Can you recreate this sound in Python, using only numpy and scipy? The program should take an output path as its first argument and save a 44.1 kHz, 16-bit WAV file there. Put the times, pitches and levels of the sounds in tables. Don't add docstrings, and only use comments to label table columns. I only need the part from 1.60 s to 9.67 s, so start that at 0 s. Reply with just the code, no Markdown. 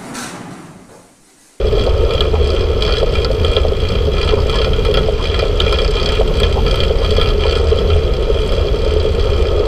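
import sys
import numpy as np
from scipy import signal
from scipy.fft import rfft, irfft
from scipy.io import wavfile
from scipy.ndimage import uniform_filter1d

SR = 44100
rng = np.random.default_rng(int(sys.argv[2]) if len(sys.argv) > 2 else 0)


def persist_wave(psi):
    counts = np.round(np.clip(psi, -1, 1) * 32767).astype(np.int16)
    wavfile.write(sys.argv[1], SR, np.atleast_2d(counts).T)


N = 355887
T = np.arange(N) / SR
TAPS = 8192
HZ = np.fft.rfftfreq(TAPS, 1 / SR)

# (time [s], rate [1/s])
LINK_RATE = [(0, 72.4), (1.2, 65.3), (2.2, 58.7), (3.3, 68.4), (4.9, 64.2), (6.3, 69.4), (8.07, 64.6)]
# (time [s], level [dB], relative sparkle [dB], ping share [dB])
HARD_CLACKS = [(0.507, -11, -30, -2), (0.6068, -3, -30, -1), (1.2216, -13.5, -39, -3),
               (1.291, -15.5, -41, -5), (1.3374, -12, -29, -7), (1.646, -12, -41.5, -7),
               (1.8471, -6.5, -31, 0.5), (1.9653, -2, -43, -1), (2.6294, -11.5, -43, -7),
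               (2.6904, -7.5, -42, -2.5), (2.896, -12, -29, -5.5), (3.1329, -11, -37, -2.5),
               (3.2502, -11.5, -24, -8.5), (3.3407, -8, -24, -5), (3.3717, -8.5, -32, -13),
               (3.7432, -11, -37, -8), (3.7909, -12, -23, -9), (4.0014, -1, -32.5, -0.5),
               (4.0631, -14, -40, -7), (4.125, -9, -26, -6), (4.1865, -9, -40, -4), (4.489, -10, -30, -9),
               (4.5519, -10.5, -26, 2), (4.8004, -11, -14, -4), (4.8328, -3, -37, -3),
               (5.0631, -13, -33.5, -9), (5.157, -14, -17, -2), (5.203, -6.5, -31.5, -3.5),
               (5.5808, -9, -37, -2), (5.6132, -5.5, -30, -6.5), (5.6726, -16, -37, -8),
               (6.3018, -11.5, -38, -4.5), (6.9204, -18, -21, -12)]


def wind(level_db=1.8, flutter_db=-0.5, gust_db=1.5):
    # (time [s], level [dB])
    lump_levels = [(0.0, -18), (0.4, -15), (0.81, -20.5), (1.01, -18), (3.43, -17), (3.63, -20),
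                   (4.24, -16), (4.44, -19.5), (4.64, -15.5), (4.84, -17), (5.25, -15.5), (5.45, -17),
                   (5.65, -14), (5.85, -19), (7.06, -17.5), (7.46, -20), (7.67, -15.5), (8.07, -18.5)]
    # (frequency [Hz], gain [dB])
    lump_spectrum = [(10, -7.5), (18, -7.5), (35, 2), (60, -1), (85, -6), (110, -14.5), (160, -29.5),
                     (400, -70)]
    # (time [s], level [dB])
    flutter_levels = [(0.0, -26.5), (1.82, -26), (3.43, -23.5), (3.63, -29.0), (5.04, -23), (6.05, -28),
                      (6.25, -24.5), (6.66, -27.5), (6.86, -25.5), (7.46, -27.5), (7.87, -27), (8.07, -34)]
    # (frequency [Hz], gain [dB])
    flutter_spectrum = [(50, -22), (90, -4), (120, -1.5), (160, -3), (230, -8), (320, -12.5), (600, -18.5),
                        (1500, -53.5)]
    lumps = steadied(through(rng.standard_normal(N), slope(lump_spectrum)), 0.119)
    flutter = steadied(through(rng.standard_normal(N), slope(flutter_spectrum)), 0.14)
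    lumps *= gain_of(curve(lump_levels) + level_db)
    flutter *= gain_of(curve(flutter_levels) + flutter_db + gust_db * drift(6.6))
    return lumps + flutter


def tyres(level_db=-0.36, grain_db=2):
    # (time [s], level [dB])
    roll_levels = [(0.0, -17.5), (2.02, -20), (2.22, -23.5), (2.62, -20.5), (3.03, -20.5), (3.43, -18.5),
                   (3.63, -23.5), (3.83, -20.5), (5.65, -20), (5.85, -18), (6.25, -17.0), (6.46, -20.0),
                   (7.67, -19), (8.07, -16)]
    force = rng.standard_normal(N) * gain_of(grain_db * drift(79))
    return steadied(through(force, mount_gain()), 0.112) * gain_of(curve(roll_levels) + level_db)


def knocks(level_db=-0.5, width_oct=0.58, hollow=0.8, rebound_s=0.00946, rebound_db=-8):
    # (time [s], level [dB], spectral centre [Hz])
    bumps = [(0.174, -10.5, 465), (.277, -13, 711), (.437, -11.5, 430), (1.431, -9, 640), (1.704, -9, 470),
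             (1.85, -10.5, 485), (1.970, -7.5, 530), (2.052, -12, 700), (2.121, -10.5, 432),
             (2.481, -10.5, 440), (2.735, -6.5, 410), (3.005, -12, 480), (3.072, -15, 680),
             (3.288, -11.5, 459), (3.374, -13.5, 596), (3.487, -9.5, 635), (3.828, -9, 600),
             (4.067, -12, 460), (4.219, -11.5, 439), (4.598, -11.5, 472), (4.612, -9.5, 700),
             (5.307, -11, 562), (5.584, -11.5, 502), (6.124, -12, 463), (6.361, -13.5, 589),
             (6.7, -11.5, 440), (7.363, -9.5, 444), (7.452, -9.5, 430), (7.999, -10, 415)]
    out = np.zeros(N)
    mount = mount_gain() ** hollow
    for time_s, db, centre_hz in bumps + light_knocks():
        blow = np.exp(-(np.log2(HZ / centre_hz + .001) / width_oct) ** 2) + .002
        jolt = gain_of(db + level_db) * unit_peak(ring(mount * blow), .007)
        add(out, time_s - .002, jolt)
        add(out, time_s - .002 + rebound_s, gain_of(rebound_db) * jolt)
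    return out


def light_knocks(count=20, level_db=-16, spread_db=2, centre_hz=470, spread_oct=0.22):
    place, size, hardness = rng.uniform(-1, 1, (count, 3)).T
    times_s = (np.arange(count) + .5 + place / 2) * T[-1] / count
    return list(zip(times_s, level_db + spread_db * size, centre_hz * 2 ** (spread_oct * hardness)))


def mount_gain():
    # (frequency [Hz], width [Hz], gain [dB])
    modes = [(366, 21, -3), (421, 56.5, 3.5), (461, 46, 1.5), (536.3, 81, -3.5), (624, 37, -18),
             (641, 50, -10), (749, 56, -17.5), (768, 16, -26), (911, 21, -15.5), (1095, 58, -18),
             (1272, 128, -15.5)]
    return peaks(modes)


def handlebar(mode_hz=77.3, wander_hz=3.55, waver_db=2.7, level_db=-3.0):
    # (start [s], length [s], level [dB])
    shudders = [(.68, 0.23, -11.5), (1.8, 0.14, -12), (5.85, 0.3, -13), (6.27, 0.2, -9), (7.31, 0.11, -9)]
    phase = 2 * np.pi * np.cumsum(mode_hz + wander_hz * drift(9.1)) / SR
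    hum = unit_rms(np.sin(phase) * gain_of(waver_db * drift(11)))
    return hum * swells(shudders, idle_db=-22.5, edge_s=0.11) * gain_of(level_db)


def chain(level_db=-2, seat_s=0.0049, alternate_db=1.5, uneven_db=2.86, colour_db=3,
          rub=0.75, rub_db_per_band=-4, grit_db=4.5, dulling=0.11):
    links, pull = link_count() + 2, tension()
    link, age_s = links.astype(int), (links % 1) / curve(LINK_RATE)
    link_db = alternate_db * (-1.) ** link + uneven_db * rng.standard_normal(N)[link]
    seating = np.exp(-age_s / seat_s) * gain_of(link_db)
    lowpasses = [1 / (1 + (HZ / edge_hz) ** 12) for edge_hz in (2850, 3750, 6500)]
    band_shares = np.diff(lowpasses, axis=0, prepend=0, append=1)
    out = np.zeros(N)
    for band, share in enumerate(band_shares):
        blows = unit_rms(seating * gain_of(colour_db * np.clip(rng.standard_normal(N), -2, 2)[link]))
        rubbing = rub * gain_of(rub_db_per_band * band)
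        force = (blows + rubbing) * rng.standard_normal(N) * gain_of(grit_db * drift(690))
        gain = frame_gain() * np.sqrt(abs(share))
        out += np.linalg.norm(gain) * through(force, gain) / unit_rms(pull) ** (dulling * band)
    return steadied(out, 0.124) * pull * gain_of(level_db)


def clacks(level_db=-5, snap_s=0.002, tilt_db_per_oct=-1.0, sparkle_db=2,
           judder_db=-5, judder_s=0.0062, judder_hz=2600, ping_hz=3280, ping_width_hz=280):
    out, t = np.zeros(N), T[:TAPS // 2]
    lowpass = 1 / (1 + (HZ / 6500) ** 8)
    body = ring(frame_gain() * lowpass * gain_of(tilt_db_per_oct * np.log2(HZ / 3000 + 0.0092)))
    steel = ring(frame_gain() * (1 - lowpass) * (HZ / SR) ** 2)
    tubes = ring(frame_gain() / (1 + (HZ / judder_hz) ** 3))
    main_mode = ring(peaks([(ping_hz, ping_width_hz, 0)]))
    for time_s, db, steel_db, ping_db in HARD_CLACKS + light_clacks():
        contacts = rng.choice([-1., 1.], len(t))
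        snap = contacts * np.exp(-t / snap_s)
        judder = contacts * t * np.exp(-t / judder_s)
        ping_share = min(gain_of(ping_db) ** 2, .9)
        clack = ping_share * struck(snap, main_mode) + (1 - ping_share) * struck(snap, body)
        clack += gain_of(steel_db + sparkle_db) * struck(snap, steel)
        clack += gain_of(judder_db) * np.sqrt(1 - ping_share) * struck(judder, tubes)
        add(out, time_s, gain_of(db + level_db) * clack)
    return out


def light_clacks(chance=.45, taut_db=-24, over_db=6.5, spread_db=1.5,
                 steel_db=-31, steel_spread_db=6, ping_db=-7):
    at = np.flatnonzero(np.diff(link_count() // 2) > 0)
    luck, size, shine = rng.random((len(at), 3)).T
    pull_db = 20 * np.log10(tension()[at])
    levels_db = pull_db + over_db + spread_db * (2 * size - 1)
    sparkles_db = steel_db + steel_spread_db * (2 * shine - 1)
    rows = np.c_[T[at], levels_db, sparkles_db, np.full(len(at), ping_db)]
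    return list(rows[luck < chance * np.clip(pull_db - taut_db, 0, 1)])


def tension():
    # (start [s], length [s], level [dB])
    strokes = [(.135, 0.14, -25.5), (.5, 0.15, -25), (.81, 0.24, -27), (1.2, .23, -22), (1.5, 0.16, -23.5),
               (1.81, 0.21, -25.5), (2.19, .22, -27), (2.54, .21, -24), (2.89, 0.18, -22.5),
               (3.16, 0.31, -31), (3.61, 0.26, -24.5), (3.99, 0.29, -23.5), (4.32, 0.29, -22.5),
               (4.7, 0.25, -27), (5.05, 0.24, -23), (5.4, 0.32, -24), (5.8, 0.2, -22.5), (6.08, 0.16, -28),
               (6.3, 0.11, -29.5), (6.73, 0.35, -29.5), (7.2, 0.29, -30.5), (7.54, .37, -31)]
    return swells(strokes, idle_db=-31, edge_s=.06)


def link_count():
    links = np.cumsum(curve(LINK_RATE)) / SR
    clacks_s = np.sort(np.transpose(HARD_CLACKS)[0])
    slip = np.unwrap(np.interp(clacks_s, T, links), period=1)
    return links - np.interp(T, clacks_s, slip)


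def frame_gain():
    # (frequency [Hz], width [Hz], gain [dB])
    modes = [(1045, 45, -7.5), (1229, 25, -4.5), (1317, 97, -1.5), (1436, 9.4, -1.5), (1703, 49, -7),
             (1910, 57, -12), (2020, 120, -12), (2220, 110, -14.5), (2416, 107, -1), (2580, 100, -45),
             (2745, 40, -4), (3181, 184, 3), (3317, 81, 5), (3530, 76, -11), (3600, 25, -18),
             (4020, 163, -5), (4400, 68, -3.5), (4590, 190, -4), (4840, 130, -12), (5090, 100, -5),
             (5400, 760, -24), (6080, 200, -15), (6850, 60, -20.5), (7630, 190, -18), (8125, 170, -16.5),
             (8660, 130, -24.5), (9130, 130, -26.5), (9640, 190, -29.5), (10100, 110, -27.5)]
    # (frequency [Hz], gain [dB])
    bed = [(200, -50), (500, -4.5), (850, -16.5), (1550, -44), (2900, -24), (3800, -42), (5300, -47),
           (7000, -29), (9000, -53), (11000, -40), (13000, -43), (16000, -61)]
    return np.hypot(peaks(modes), slope(bed))


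def chirps(level_db=-1.0, half_s=0.018, rise=0.052, waver=0.134, rough=0.44):
    # (time [s], level [dB], pitch [Hz])
    events = [(.754, -25, 840), (2.729, -28, 953), (2.789, -25, 1030), (2.948, -25.5, 1026),
              (3.606, -27, 1020), (4.979, -20, 813), (5.431, -29, 1086), (5.851, -25.5, 1040)]
    out, t = np.zeros(N), T[:TAPS // 2] - T[TAPS // 4]
    wavering, flutter = drift(300), drift(150)
    for time_s, db, hz in events:
        pitch_hz = hz * (1 + rise * np.tanh(t / half_s / 2) + waver * np.interp(time_s + t, T, wavering))
        tone = np.sin(2 * np.pi * np.cumsum(pitch_hz) / SR)
        envelope = (1 + rough * np.interp(time_s + t, T, flutter)) * np.exp(-(t / half_s) ** 2)
        add(out, time_s + t[0], gain_of(db + level_db) * unit_peak(tone * envelope, 0.02))
    return out


def hall(level_db=-34.5, pull_db_per_decade=3, overtake_db=2, overtake_s=4.3, overtake_width_s=1.1):
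    # (frequency [Hz], gain [dB])
    spectrum = [(100, 13), (400, 1), (900, 9.5), (1600, 4), (3000, 6), (5500, -5.5), (8000, -19),
                (11000, -63), (13000, -52), (16000, -67)]
    nearness = 1 / (1 + ((T - overtake_s) / overtake_width_s) ** 2)
    db = level_db + pull_db_per_decade * np.log10(unit_rms(tension())) + overtake_db * nearness
    return unit_rms(through(rng.standard_normal(N), slope(spectrum))) * gain_of(db)


def gain_of(db):
    return 10 ** (np.asarray(db) / 20)


def unit_rms(x):
    return x / np.sqrt(np.mean(x ** 2) + 1e-20)


def unit_peak(x, span_s):
    return x / np.sqrt(uniform_filter1d(x ** 2, int(span_s * SR), mode="constant").max())


def steadied(x, span_s):
    return x / np.sqrt(abs(uniform_filter1d(x ** 2, int(span_s * SR))) + 1e-12)


def curve(rows):
    return np.interp(T, *np.transpose(rows))


def drift(rate_hz):
    hz = np.fft.rfftfreq(N, 1 / SR)
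    return unit_rms(irfft(rfft(rng.standard_normal(N)) / (1 + (hz / rate_hz) ** 4), N))


def swells(rows, idle_db, edge_s):
    power = np.full(N, gain_of(idle_db) ** 2)
    for start_s, length_s, db in rows:
        inside_s = np.minimum(T - start_s, start_s + length_s - T)
        power += (gain_of(db) * np.clip(.5 + inside_s / edge_s, 0, 1)) ** 2
    return np.sqrt(power)


def slope(points):
    hz, db = np.transpose(points)
    return gain_of(np.interp(np.log(HZ + 1), np.log(hz), db))


def peaks(modes):
    return np.sqrt(sum(gain_of(db) ** 2 / (1 + ((HZ - hz) / (0.63 * width_hz)) ** 2) ** 2
                       for hz, width_hz, db in modes))


def ring(gain):
    log_gain = np.log(np.maximum(np.r_[gain, gain[-2:0:-1]], 1e-5))
    response = np.fft.ifft(np.exp(np.conj(signal.hilbert(log_gain)))).real[:TAPS // 2]
    return response / np.linalg.norm(response)


def through(force, gain):
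    return signal.oaconvolve(force, ring(gain))[:len(force)]


def struck(force, response):
    return unit_peak(signal.fftconvolve(force, response), .003)


def add(mix, start_s, sound):
    part = mix[max(round(start_s * SR), 0):][:len(sound)]
    part += sound[:len(part)]


def scene():
    return (wind() + handlebar() + tyres() + knocks() + chirps() + chain() + clacks() + hall())[None]


def record(dry, ceiling=.97, cutoff_hz=15400):
    rounded = dry / (1 + (dry / ceiling) ** 8) ** (1 / 8)
    lowpass = signal.firwin(511, cutoff_hz, window=("kaiser", 9), fs=SR)
    return signal.oaconvolve(rounded, lowpass[None], "same")


dry = scene()
out = record(dry)
persist_wave(out)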